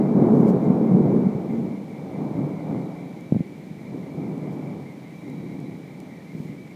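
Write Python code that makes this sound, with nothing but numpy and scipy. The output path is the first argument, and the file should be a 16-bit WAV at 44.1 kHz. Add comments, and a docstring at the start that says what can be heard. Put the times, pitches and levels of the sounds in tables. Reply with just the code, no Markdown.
"""A town at dusk: thunder rolls and dies away in several swells, with one short stuttering clap halfway.
The roll is a crowd of shock fronts (sudden jumps in air pressure) from all along the lightning's path,
dulled by the air they cross. Crickets chirp and trill faintly with their wings over a soft hiss.
Close by there are soft rustles and a few tiny ticks."""
import sys
import numpy as np
from scipy import signal
from scipy.fft import rfft, irfft
from scipy.io import wavfile

SR = 44100
rng = np.random.default_rng(int(sys.argv[2]) if len(sys.argv) > 2 else 0)


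def generate_wav(signal):
    """Clip the signal to [-1, 1] and save it as 16-bit WAV at the path in sys.argv[1]."""
    frames = np.transpose(np.atleast_2d(signal))
    scaled = np.clip(frames, -1, 1) * 32767
    pcm = np.round(scaled).astype(np.int16)
    wavfile.write(sys.argv[1], SR, pcm)


N = 297965
TIME = np.arange(N) / SR

# One swell per branch of the lightning. Each row: second when it is full, seconds it holds,
# deep level in dB, crisp level in dB (before the boost).
ROLL_SWELLS = [(0.0, 0.044, -19, -35), (0.185, 0.3, -14.5, -30.5), (0.671, .14, -18, -36),
               (0.947, .22, -16.5, -36), (1.35, 0.069, -28, -44.5), (1.527, 0.1, -26, -44),
               (2.03, .02, -33.5, -44.5), (2.198, 0.048, -26.5, -40), (2.393, 0.053, -24.5, -41),
               (2.706, 0.045, -25.5, -39.5), (3.03, 0.034, -37.5, -62), (3.93, 0.034, -31.5, -47),
               (4.182, 0.16, -29, -45.5), (4.444, 0.28, -32, -45.5), (5.28, 0.41, -34, -51.5),
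               (5.993, 0.03, -40, -52.5), (6.378, 0.14, -38, -58)]
# The tone colours of the first peal, the distant peals and the crisp part of the roll.
# Each row: frequency in Hz, relative level in dB.
PEAL_COLOUR = [(20, -52), (50, -43.5), (85, -27), (125, -9.5), (145, -1), (165, -8.5), (188, 1.5),
               (250, -2.5), (290, -4), (400, -7.5), (510, -16.5), (750, -27.5), (1300, -60.5),
               (3000, -90.5)]
DISTANT_COLOUR = [(20, -47), (50, -41), (80, -23), (115, -11.5), (148, -0.5), (195, -1.5), (225, -6),
                  (270, -3), (390, -12.5), (520, -21.5), (750, -43), (1300, -55.5), (3000, -79.5)]
CRISP_COLOUR = [(100, -38.5), (300, -5.5), (450, 6.5), (620, 3), (830, 0.5), (1000, -5), (1150, -10),
                (1350, -16), (1700, -23), (2400, -40.5), (5000, -54)]
# The yard rings at a few pitches while the first peal sounds. Each row: pitch in Hz, width in Hz, level in dB
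# compared with the peal.
YARD_RING = [(189.3, 14, -6), (227, 14, -5), (426, 34, -12)]
# The first peal gives way to distant ones. Each row: time in seconds, distant share from 0 to 1.
DISTANT_SHARE = [(1.1, 0.077), (2.3, 0.96)]
def thunder_roll(crisp_boost_db=1.26):
    """Deep and crisp fronts swell as each branch of the lightning is heard; far branches sound lower."""
    starts, holds, deep_db, crisp_db = np.transpose(ROLL_SWELLS)
    deep_level = roll_level(starts, holds, deep_db, rise_db_per_s=150, fall_db_per_s=59.5, linger_db=-35)
    crisp_level = roll_level(starts, holds, crisp_db, rise_db_per_s=79.5, fall_db_per_s=29.5,
                             linger_db=-50)
    peal = front_crowd(PEAL_COLOUR, per_s=1300, spread_db=2, smooth_s=0.1)
    peal = evened(peal + fuzzy_chord(YARD_RING))
    distant = front_crowd(DISTANT_COLOUR, per_s=900, spread_db=2, smooth_s=0.082)
    far = np.interp(TIME, *np.transpose(DISTANT_SHARE))
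    deep = np.sqrt(1 - far) * peal + np.sqrt(far) * distant
    crisp = front_crowd(CRISP_COLOUR, per_s=3000, spread_db=0.6, smooth_s=0.1)
    return deep_level * deep + gain_of(crisp_boost_db) * crisp_level * crisp


def roll_level(starts, holds, levels_db, rise_db_per_s, fall_db_per_s, linger_db):
    """Each swell climbs fast, holds and dies more slowly, on top of a lingering rumble."""
    power = gain_of(linger_db - TIME) ** 2  # the rumble fades by 1 dB a second
    for s, hold, db in zip(starts, holds, levels_db):
        before = np.maximum(s - TIME, 0)
        after = np.maximum(TIME - s - hold, 0)
        power += gain_of(db - rise_db_per_s * before - fall_db_per_s * after) ** 2
    return np.sqrt(power)


def front_crowd(points, per_s, spread_db, smooth_s):
    """Fronts of uneven size arrive at random and blur into a rumble, which is held at an even level."""
    sizes = gain_of(spread_db * np.minimum(rng.exponential(1, N), 4))
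    signs = rng.choice([-1, 1], N)
    arrivals = rng.random(N) < per_s / SR
    crowd = colour(sizes * signs * arrivals, points)
    window = signal.windows.hann(int(smooth_s * SR))
    slow_power = signal.oaconvolve(crowd ** 2, window / window.sum(), "same")
    return crowd / np.sqrt(abs(slow_power) + 1e-4)


# Single fronts that stand out of the roll.
# Each row: start in seconds, peak level in dB, frequency in Hz above which the air has dulled it.
LOUD_FRONTS = [(0.282, -11, 380), (0.702, -12, 374), (0.912, -9.5, 262), (0.944, -12.5, 239),
               (0.962, -12, 259), (1.267, -11, 300), (1.35, -19, 130), (1.505, -20.5, 278),
               (2.388, -14, 270), (3.3221, -6.5, 477), (3.3461, -18, 1500), (3.3532, -12.5, 170),
               (3.3636, -11, 380), (3.3927, -22, 220), (3.405, -12, 328), (3.709, -27.5, 240),
               (5.4, -27, 240), (6.349, -22.5, 220), (6.4, -22, 170), (6.453, -27, 170), (6.495, -27, 170)]
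# A front's tone colour, thin in the deepest bass. Each row: frequency in Hz, relative level in dB.
FRONT_COLOUR = [(20, -48), (50, -30.5), (80, -18.5), (115, -7.5), (150, 3), (205, 1.5), (300, -4.5),
                (400, -12), (550, -12.5), (850, -23.5), (1150, -36.5), (1600, -44), (3000, -72)]
def thunder_shocks(echo_db=-21, echo_s=0.23):
    """Each front is a pressure pulse, rounded by the air; a quick run of them makes the clap."""
    pulse = colour(-signal.unit_impulse(SR // 10), FRONT_COLOUR)
    out = np.zeros(N)
    for s, db, dull_hz in LOUD_FRONTS:
        front = signal.sosfilt(signal.butter(2, dull_hz, fs=SR, output="sos"), pulse)
        add(out, s, gain_of(db) * front / abs(front).max())
    # walls and roofs scatter a weak echo
    t = np.arange(SR // 2) / SR
    tail = rng.standard_normal(len(t)) * gain_of(-60 * t / echo_s) * (t > .012)
    echo = signal.oaconvolve(out, tail / np.linalg.norm(tail))[:N]
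    return out + gain_of(echo_db) * echo


# The pitches at which the cricket's wings ring. Each row: pitch in Hz, width in Hz, relative level in dB.
WING_TONES = [(1930, 90, -9), (2057, 25, -0.5), (2132, 55, 1)]
def near_cricket(chirp_s=.13, direct_db=-62.5, scattered_db=-59.5, pitch_hz=2145, sag_hz_per_s=450):
    """The nearest cricket's wings ring in chirps, nearly five times a second."""
    chirps = chirp_beat()
    detunes_hz = rng.normal(0, 25, len(chirps))
    # heard directly, each chirp is a pure tone that sags a little
    t = np.arange(-.07, .07, 1 / SR)
    direct = np.zeros(N)
    for (s, accent_db), detune in zip(chirps, detunes_hz):
        turns = np.cumsum(pitch_hz + detune - sag_hz_per_s * t) / SR
        tone = np.sqrt(2) * np.sin(2 * np.pi * turns)
        add(direct, s + t[0], gain_of(direct_db + accent_db) * tone * signal.windows.hann(len(t)))
    # scattered by the town, it is a fuzzy tone
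    beat = swells([(s, chirp_s, scattered_db + accent_db) for s, accent_db in chirps], flatness=4)
    return direct + beat * evened(fuzzy_chord(WING_TONES))


def chirp_beat(count=33, first_s=.021, period_s=.2144, shrink_s=.0003, jitter_s=.0097, spread_db=.5):
    """A slightly uneven beat that barely quickens: each chirp's middle in seconds and accent in dB."""
    periods = period_s - shrink_s * np.arange(count)
    late, louder = rng.standard_normal((count, 2)).T
    middles = first_s + np.cumsum(periods) - periods + jitter_s * late
    return list(zip(middles, spread_db * louder))


# Crickets further off. Each row: pitch in Hz, width in Hz, level in dB.
CRICKET_CHORUS = [(1968, 240, -65.5), (2274, 50, -63), (2326, 58, -63.5), (2263, 250, -65),
                  (4070, 190, -77.5)]
# Other insects. Each row: middle in seconds, length in seconds, level in dB, pitch in Hz, width in Hz.
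INSECT_BOUTS = [(3.078, .6, -74, 3880, 45), (5.45, 1, -72, 3895, 80), (6.177, .14, -61, 1900, 110)]
def far_insects():
    """Many crickets merge into one trill, while other insects sing in short bouts."""
    out = fuzzy_chord(CRICKET_CHORUS)
    for s, length, db, hz, width in INSECT_BOUTS:
        out += swells([(s, length, db)], flatness=4) * fuzzy_tone(hz, width)
    return out


# Soft rustles close by. Each row: middle in seconds, length in seconds, level in dB.
RUSTLE_SWELLS = [(.39, 0.24, -63), (.491, 0.042, -55), (.645, .06, -64), (1.57, .14, -68), (4.53, .05, -65),
                 (5.2, 0.28, -69), (6.42, 0.2, -64)]
# Their tone colour. Each row: frequency in Hz, relative level in dB.
RUSTLE_TONE = [(1000, -11), (3000, -4), (6500, -1), (9200, -5), (11000, -11), (14500, -5)]
def rustles():
    """Each rustle is a short swell of bright noise."""
    return swells(RUSTLE_SWELLS, flatness=2) * colour(rng.standard_normal(N), RUSTLE_TONE)


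# Tiny ticks close by. Each row: start in seconds, peak level in dB.
TICK_HITS = [(3.21, -40), (4.379, -40), (5.3, -40), (5.603, -40), (6.003, -33.5)]
# Their tone colour. Each row: frequency in Hz, relative level in dB.
TICK_TONE = [(1000, -15), (4000, 4), (8000, 6), (11000, 2), (14000, -5)]
def ticks():
    """Each tick is a single bright click."""
    click = colour(signal.unit_impulse(SR // 20), TICK_TONE)
    out = np.zeros(N)
    for s, db in TICK_HITS:
        add(out, s, gain_of(db) * click / abs(click).max())
    return out


# The tone colour of the hiss. Each row: frequency in Hz, relative level in dB.
HISS_COLOUR = [(30, -2), (200, 16), (800, 4), (1500, 1.5), (2600, -1.5), (3800, -1.5), (4800, -6),
               (6300, -7), (8000, -10.5), (11000, -12.5), (15500, -15)]
def hiss(level_db=-55):
    """Soft, steady noise lies behind everything."""
    return gain_of(level_db) * colour(rng.standard_normal(N), HISS_COLOUR)


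def gain_of(db):
    """Turns decibels into a number to multiply a sound by."""
    return 10 ** (np.asarray(db) / 20)


def evened(x):
    """Scales a sound to an average power of 1."""
    return x / np.sqrt(np.mean(x ** 2) + 1e-20)


def add(mix, s, sound):
    """Mixes a sound in, starting at second s."""
    part = mix[max(round(s * SR), 0):][:len(sound)]
    part += sound[:len(part)]


def colour(x, points, size=8192):
    """Gives a sound a tone colour and a power of 1, keeping sudden starts sharp."""
    hz, db = np.transpose(points)
    log_hz = np.log(abs(np.fft.fftfreq(size, 1 / SR)) + 1)
    log_gain = np.log(gain_of(np.interp(log_hz, np.log(hz), db)))
    spectrum = np.exp(np.conj(signal.hilbert(log_gain)))  # rings after a pulse, never before it
    response = np.fft.ifft(spectrum).real[:size // 2]
    return evened(signal.oaconvolve(x, response)[:len(x)])


def fuzzy_tone(hz, width):
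    """Noise narrowed to a band around one pitch; a wider band sounds fuzzier."""
    offset = (np.fft.rfftfreq(N, 1 / SR) - hz) / width
    return evened(irfft(rfft(rng.standard_normal(N)) / (1 + 2 * offset ** 2), N))


def fuzzy_chord(rows):
    """Several fuzzy tones at once, each at its own level."""
    return sum(gain_of(db) * fuzzy_tone(hz, width) for hz, width, db in rows)


def swells(rows, flatness):
    """A level that rises and falls once for each row."""
    return sum(gain_of(db) * np.exp(-(2 * (TIME - s) / length) ** flatness) for s, length, db in rows)


def scene():
    """Thunder over the evening background, in mono."""
    background = hiss()
    thunder = thunder_roll() + thunder_shocks()
    return (thunder + near_cricket() + far_insects() + rustles() + ticks() + background)[None]


def record(dry):
    """Cuts away the very highest treble, above 15400 Hz."""
    treble_cut = signal.firwin(511, 15400, window=("kaiser", 9), fs=SR)
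    return signal.oaconvolve(dry, treble_cut[None], "same")


dry = scene()
out = record(dry)
generate_wav(out)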